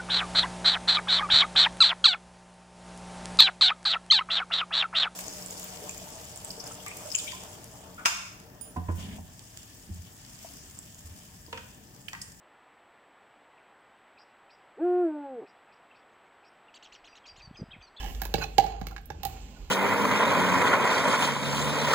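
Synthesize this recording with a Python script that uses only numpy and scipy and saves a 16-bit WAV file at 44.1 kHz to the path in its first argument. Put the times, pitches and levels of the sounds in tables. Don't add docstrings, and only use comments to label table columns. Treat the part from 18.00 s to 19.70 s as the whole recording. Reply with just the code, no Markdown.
import sys
import numpy as np
from scipy import signal
from scipy.fft import rfft, irfft
from scipy.io import wavfile
from scipy.ndimage import uniform_filter1d

SR = 44100
rng = np.random.default_rng(int(sys.argv[2]) if len(sys.argv) > 2 else 0)


def transcribe(signal):
    frames = np.atleast_2d(signal).T
    limited = np.clip(frames, -1, 1)
    pcm = np.round(limited * 32767).astype(np.int16)
    wavfile.write(sys.argv[1], SR, pcm)


def how_loud(loudness_db):
    steps = np.asarray(loudness_db, float) / 20
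    return 10 ** steps


N = 74970
TIME = np.arange(N) / SR


def rms_one(x):
    return x / np.sqrt(np.mean(x ** 2) + 1e-20)


def in_time(rows):
    s, *columns = np.transpose(rows)
    return [np.interp(TIME, s, column) for column in columns]


def at_hz(points, hz):
    table_hz, value = np.transpose(points)
    return np.interp(np.log(hz + 1), np.log(table_hz), value)


def colour(x, points, share=1):
    hz = np.arange(N + 1) * SR / (2 * N)
    return irfft(rfft(x, 2 * N) * how_loud(share * at_hz(points, hz)), 2 * N)[..., :N]


def band(x, low_hz, high_hz):
    return signal.sosfilt(signal.butter(2, [low_hz, high_hz], "band", fs=SR, output="sos"), x)


def noise():
    return rng.standard_normal(N)


def drift(rate_hz):
    every = 40
    r = np.exp(-2 * np.pi * rate_hz * every / SR)
    slow = signal.lfilter([1], [1, -2 * r, r * r], rng.standard_normal(N // every + 2002))[2000:]
    return np.interp(np.arange(N) / every, np.arange(len(slow)), rms_one(slow))


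def tone(hz, db):
    return np.sqrt(2) * how_loud(db) * np.sin(2 * np.pi * np.cumsum(hz) / SR)


def ring(clicks, hz, t60):
    r = how_loud(-60 / (t60 * SR))
    w = 2 * np.pi * hz / SR
    return signal.lfilter([0, np.sin(w)], [1, -2 * r * np.cos(w), r * r], clicks + 1e-18)


def strike(s, db, modes, grains, spread_db, swell_s, centre_hz=None):
    reach_octaves, fall_db = 0.8, 6
    chance = rng.standard_normal((len(s), len(modes)))
    out = 0
    for k, (hz, level_db, t60) in enumerate(modes):
        off_db = 0
        if centre_hz is not None:
            off_db = -fall_db * (np.log2(hz / centre_hz) / reach_octaves) ** 2
        clicks = grains.copy()
        clicks[(s * SR).astype(int)] += how_loud(db + off_db + spread_db * chance[:, k])
        swelling = ring(clicks, hz, t60) - ring(clicks, hz, min(swell_s, t60 / 2))
        out = out + (-1) ** k * how_loud(level_db) * swelling
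    return out


def burst(s, db, decay_s, low_hz, high_hz):
    clicks = np.zeros(N)
    clicks[(s * SR).astype(int)] = how_loud(db)
    envelope = signal.lfilter([1], [1, -np.exp(-1 / (decay_s * SR))], clicks)
    return rms_one(band(noise(), low_hz, high_hz)) * envelope


def slips(rows, rough):
    waver, flutter = drift(100), drift(280)
    out = 0
    for s, length, hz, db in rows:
        arch = np.sin(np.pi * np.clip((TIME - s) / length, 0, 1))
        out = out + tone(hz * (1 + rough * waver), db + 2 * flutter) * arch
    return out


def muddler():
    grains, juice = grinding()
    return blows(grains) + rub(grains) + hollow(grains) + counter(grains) + juice


# (time [s], crack level [dB], crack centre [Hz], bright tick level [dB])
BLOW_TIMES = [(0.0288, -42, 3280, -73), (0.0415, -37, 5200, -62), (0.1486, -36, 5370, -58),
              (0.212, -55, 5040, -57), (0.2181, -27, 1770, -31.5), (0.2405, -47, 5000, -50),
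              (0.2525, -29, 2700, -35.5), (0.3402, -16, 3350, -36.5), (0.382, -30, 2840, -65),
              (0.4409, -29.5, 4020, -69), (.5818, -11, 3230, -31), (.6400, -34, 2560, -51),
              (.6644, -36.5, 5030, -59), (0.799, -72, 5900, -60), (.814, -34.5, 1290, -57.5),
              (.8686, -28.5, 3400, -38), (0.911, -42.5, 1403, -57), (0.9636, -32.5, 1880, -89),
              (0.98, -41, 2040, -75), (1.1022, -31, 1650, -56), (1.2328, -28, 4850, -38),
              (1.2515, -26.5, 4300, -28.5)]
# (frequency [Hz], level [dB], t60 [s])
WALL_MODES = [(1073, 3.5, 0.0087), (1627, 1.5, 0.019), (2226, -12, 0.039), (2645, -5.5, 0.012),
              (2873, -9, 0.019), (3480, -2.5, 0.0092), (4200, -4.5, 0.02), (4620, -21, 0.021),
              (6210, 3, 0.0045), (7420, -4.5, 0.009)]


def blows(grains):
    s, crack_db, centre_hz, tick_db = np.transpose(BLOW_TIMES)
    wall = strike(s, crack_db - 4, WALL_MODES, grains * how_loud(-5.5), 2, 0.0011, centre_hz)
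    crack = burst(s, crack_db - 8, 0.0033, 900, 5620)
    tick = burst(s, tick_db + 5, 0.0016, 7900, 16100)
    return wall + crack + tick


# (time [s], level [dB], pitch [Hz], t60 [s])
HOLLOW_RINGS = [(.0284, -43.5, 876, 0.046), (.0434, -36, 822, 0.046), (.085, -46, 860, 0.027),
                (.2177, -19, 767, 0.014), (.228, -33, 736, 0.03), (.2537, -33.5, 940, 0.024),
                (.3420, -13, 790, 0.019), (.382, -38, 870, 0.018), (.4424, -28.5, 774, 0.032),
                (.5828, -8.5, 790.5, 0.061), (.638, -29, 824, 0.087), (.650, -34, 734, 0.11),
                (.693, -40, 787, 0.05), (.745, -43, 774.5, 0.14), (.814, -31, 753, 0.036),
                (.8686, -48.5, 810, 0.061), (.918, -40, 760, 0.047), (.9637, -53, 815, 0.057),
                (.982, -47.5, 795, 0.047), (1.1023, -27.5, 853, 0.024), (1.2331, -35, 771, 0.11),
                (1.2515, -27.5, 790, 0.063), (1.285, -52, 769, 0.24)]
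# (pitch ratio [1], level [dB])
HOLLOW_PARTNERS = [
    (.9, -5.5),
    (1.1, -15),
]
# (frequency [Hz], level [dB], t60 [s])
HOLLOW_MODES = [(717.6, 0, 0.063), (770, -1, 0.031), (870, -4, 0.027)]


def hollow(grains):
    none = np.zeros(0)
    out = strike(none, none, HOLLOW_MODES, grains, 1, 0.025)
    for s, db, hz, t60 in HOLLOW_RINGS:
        t = np.maximum(TIME - s, 0)
        tones = np.sin(2 * np.pi * hz * t)
        for ratio, side_db in HOLLOW_PARTNERS:
            tones = tones - how_loud(side_db) * np.sin(2 * np.pi * hz * ratio * t)
        swell = 1 - np.exp(-t / 0.0018)
        out = out + how_loud(db + 1.5 - 60 * t / t60) * swell * tones
    return out


# (time [s], thud level [dB], knock level [dB])
FOOT_FALLS = [(0.2175, -36, -40.5), (0.2541, -53, -39.5), (.29, -52, -44), (0.3406, -23.5, -20.5),
              (0.382, -31.5, -30.5), (0.5811, -24, -19.5), (0.6444, -41, -50), (0.812, -28, -41),
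              (0.8687, -41.5, -42), (0.921, -48, -50), (1.101, -43, -36.5), (1.2517, -41.5, -40)]
# (frequency [Hz], level [dB], t60 [s])
COUNTER_MODES = [(105.2, -20.5, 0.58), (134, 4.5, 0.035), (173.5, -0.5, 0.069), (250.6, -1.5, 0.042)]
# (frequency [Hz], level [dB], t60 [s])
KNOCK_MODES = [(329.5, -4.5, 0.06), (442, 4, 0.05), (596, -7, 0.047)]


def counter(grains):
    s, thud_db, knock_db = np.transpose(FOOT_FALLS)
    thud = strike(s, thud_db + 3, COUNTER_MODES, grains * how_loud(-5), 1, 0.015)
    knock = strike(s, knock_db, KNOCK_MODES, grains * how_loud(-15.5), 1.5, 0.0043)
    return thud + knock


# (time [s], grind level [dB], wet hiss level [dB])
PRESSURE = [(0, -43.5, -57), (.06, -45.5, -54.5), (.14, -53, -56.5), (.21, -52, -66), (.335, -57.5, -68),
            (.35, -52, -61), (.405, -39, -56), (.437, -36, -52.5), (.465, -94, -67), (.55, -65, -70),
            (.68, -48.5, -61.5), (.78, -57.5, -103), (.92, -57.5, -70), (.985, -62, -80), (1.03, -78, -82),
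            (1.22, -59.5, -80), (1.27, -46, -57.5), (1.4, -59, -73)]


def grinding():
    grind_db, hiss_db = in_time(PRESSURE)
    grains_per_s = 2500
    sizes = how_loud(4.1 * np.minimum(rng.exponential(1, N), 5)) * rng.choice([-1, 1], N)
    present = rng.random(N) < grains_per_s / SR
    grains = rms_one(sizes * present) * how_loud(grind_db - 25 + drift(52))
    juice = rms_one(band(noise(), 7700, 14500)) * how_loud(hiss_db + 0.66 * drift(30))
    return grains, juice


# (frequency [Hz], level [dB], t60 [s])
DAMPED_MODES = [(1577, 7, 0.0046), (2580, 7, 0.0057), (4210, -8, 0.0075), (4820, 0, 0.004),
                (6550, -5, 0.01)]


def rub(grains):
    regrip_s, loose_pitch = 0.19, 1.135
    loose = np.arange(N) < regrip_s * SR
    out = 0
    for hz, db, t60 in DAMPED_MODES:
        before = ring(grains * loose, hz * loose_pitch, t60)
        after = ring(grains * ~loose, hz, t60)
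        out = out + how_loud(db + 1.5 * drift(8)) * (before + after)
    return out


# (time [s], length [s], frequency [Hz], level [dB])
TIP_SLIPS = [(.347, .010, 2300, -40), (.368, .011, 4850, -48), (.381, .016, 4850, -47),
             (.409, .015, 1500, -40), (.421, .011, 1500, -35), (.407, .014, 2600, -45),
             (.422, .013, 2550, -38), (.433, .017, 2570, -37), (.419, .018, 4170, -41),
             (.435, .014, 4100, -44), (.434, .011, 5750, -45), (.45, .09, 2580, -59),
             (1.555, .03, 1470, -63), (0, .13, 2960, -59), (.905, .03, 1400, -58)]


def wet_slips():
    return how_loud(2) * slips(TIP_SLIPS, 0.008)


# (time [s], frequency [Hz], level [dB])
JUICE_WHISTLE = [(1.33, 13800, -130), (1.36, 14300, -83), (1.415, 15800, -79), (1.45, 14500, -82),
                 (1.485, 12900, -86), (1.52, 12500, -95), (1.56, 13100, -85), (1.62, 13650, -82),
                 (1.7, 13400, -84)]
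# (time [s], length [s], frequency [Hz], level [dB])
SECOND_SQUEAK = (1.485, .055, 15550, -78)


def squeak():
    hz, db = in_time(JUICE_WHISTLE)
    glide = uniform_filter1d(hz, size=1800) * (1 + 0.007 * drift(250))
    return tone(glide, db - 1 + 3.5 * drift(60)) + slips([SECOND_SQUEAK], 0.004)


# (time [s], level [dB])
LINK_TOUCHES = [
    (.965, -74),
    (0.975, -59),
    (1.013, -53),
    (1.057, -37.5),
    (1.065, -57),
    (1.076, -60),
    (1.109, -55.5),
]
# (frequency [Hz], level [dB], t60 [s])
LINK_MODES = [(8840, -10.5, 0.026), (10500, -32, 0.068), (11300, -8, 0.031), (11810, -29, 0.023),
              (12310, -14, 0.04), (13290, -15, 0.071), (14430, -13.5, 0.091), (15070, -28, .03),
              (15620, -21, 0.045)]


def strap():
    s, db = np.transpose(LINK_TOUCHES)
    links = strike(s, db, LINK_MODES, np.zeros(N), 2, 0.00043)
    return links + burst(s, db - 12, 0.0012, 4000, 18000)


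# (time [s], level [dB])
DRAG_LEVEL = [
    (1.07, -66),
    (1.11, -49),
    (1.17, -48),
    (1.21, -51),
    (1.28, -50),
    (1.36, -57),
    (1.45, -73),
]


def drag():
    db, = in_time(DRAG_LEVEL)
    return rms_one(band(band(noise(), 72, 137), 64, 180)) * how_loud(db)


# (time [s], hum level [dB], level of the tone half above [dB])
FRIDGE_LEVELS = [(0, -37, -55.5), (.17, -37.5, -47), (.3, -36.5, -53), (.37, -39.5, -42.5), (.53, -41, -57),
                 (.68, -40, -50.5), (.88, -38, -54.5), (1.0, -47, -62), (1.1, -55, -48.5),
                 (1.28, -45.5, -47.5), (1.45, -44, -52), (1.56, -54, -61), (1.7, -61, -49)]


def fridge():
    hum_hz = 49.7
    db, upper_db = in_time(FRIDGE_LEVELS)
    return tone(np.full(N, hum_hz), db) + tone(np.full(N, hum_hz * 3 / 2), upper_db)


# (frequency [Hz], likeness [1])
CHANNEL_LIKENESS = [(60, 1), (180, 1), (550, 0.79), (1650, 0.83), (4970, -0.53), (15000, -1.1)]


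def air(spectrum, patchy_db):
    lowest_hz, highest_hz = spectrum[0][0], spectrum[-1][0]
    together = drift(2)
    edges = np.minimum(lowest_hz * 2 ** np.arange(0, 6.1, 0.5), 17000)
    white = rng.standard_normal((2, 2, N))
    out = 0
    for k, (low, high) in enumerate(zip(edges, edges[1:])):
        if high > low:
            alike = np.clip(at_hz(CHANNEL_LIKENESS, np.sqrt(low * high)), -1, 1)
            flicker = how_loud(patchy_db * (0.55 * together + drift(7.3)))
            mid, side = band(white[k % 2], low, high) * flicker
            out = out + np.sqrt(1 + alike) * mid + np.sqrt(1 - alike) * side * [[1], [-1]]
    skirts = [(lowest_hz * 0.6, -60)] + list(spectrum) + [(highest_hz * 1.2, -60)]
    return rms_one(colour(out, skirts))


# (time [s], level [dB])
HISS_LEVEL = [(0, -52), (.3, -64), (.55, -61), (.8, -72.5), (1.08, -69), (1.2, -65.5), (1.35, -57),
              (1.7, -64.5)]
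# (frequency [Hz], density [dB per Hz])
LOW_AIR = [(35, 3), (60, -6), (71, -23), (181, -12), (312, -16.5), (347, -18), (1000, -38.5), (1300, -75),
           (2200, -120)]
HIGH_AIR = [(1000, -20), (1800, -14), (2750, -3), (3700, -9), (6000, -12), (7800, -9), (8900, -38),
            (16000, -35)]


def room_hiss():
    hiss_db, = in_time(HISS_LEVEL)
    low_db = -50 + 0.5 * (hiss_db - hiss_db.mean())
    return how_loud(hiss_db) * air(HIGH_AIR, patchy_db=1) + how_loud(low_db) * air(LOW_AIR, patchy_db=3)


# (frequency [Hz], t60 [s])
ROOM_DECAY = [(100, 1), (750, 0.48), (2500, 0.58), (6000, 0.29), (9000, 0.45), (14000, 0.3)]


def room(x):
    t = np.arange(SR) / SR
    edges = 80 * 2 ** np.arange(0, 8.1, 0.5)
    white = rng.standard_normal((2, 2, SR))
    white = white + band(white[:, :1] - white, 30, 600)
    tail = 0
    for k, (low, high) in enumerate(zip(edges, edges[1:])):
        decay = how_loud(-60 * t / at_hz(ROOM_DECAY, low))
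        tail = tail + band(white[k % 2], low, min(high, 20000)) * decay
    tail = tail * (1 - np.exp(-t / 0.016)) * how_loud(-6 - 36.5)
    sparse = white[0, :, ::-1] * (rng.random((2, SR)) < 0.02)
    early = sparse * np.exp(-t / 0.019) * (t > 0.001) * how_loud(-10 - 6)
    return signal.fftconvolve(x[None], tail + early, axes=1)[:, :N]


# (frequency [Hz], level [dB])
MIC_RESPONSE = [(100, -1), (6000, 0.5), (7800, -4.5), (9200, -15), (11000, -7.5), (15500, 1)]
# (frequency [Hz], level [dB])
LEFT_OVER_RIGHT = [(60, -7), (150, -3.5), (380, 0), (950, -11.5), (2380, -6.5), (5980, -9), (15000, -16)]


def scene():
    lag_s, shade_db = 0.0001, -5
    near = muddler() + squeak()
    links = strap() + wet_slips()
    direct = near + links
    late = np.interp(np.arange(N) - lag_s * SR, np.arange(N), direct)
    close = np.array([how_loud(shade_db) * late, direct]) + room(near + links / 4)
    left, right = colour(close, MIC_RESPONSE) + room_hiss()
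    left = colour(left, LEFT_OVER_RIGHT, 0.21)
    right = colour(right, LEFT_OVER_RIGHT, -0.55)
    return np.array([left, right]) + fridge() + drag()


def roll_off(x):
    return signal.sosfilt(signal.butter(12, 16990, fs=SR, output="sos"), x)


def record(dry):
    low_pass = signal.cheby2(12, 70, 16150 * 1.06, fs=SR, output="sos")
    mix = signal.sosfilt(low_pass, np.tanh(dry))
    return roll_off(mix)


dry = scene()
out = record(dry)
transcribe(out)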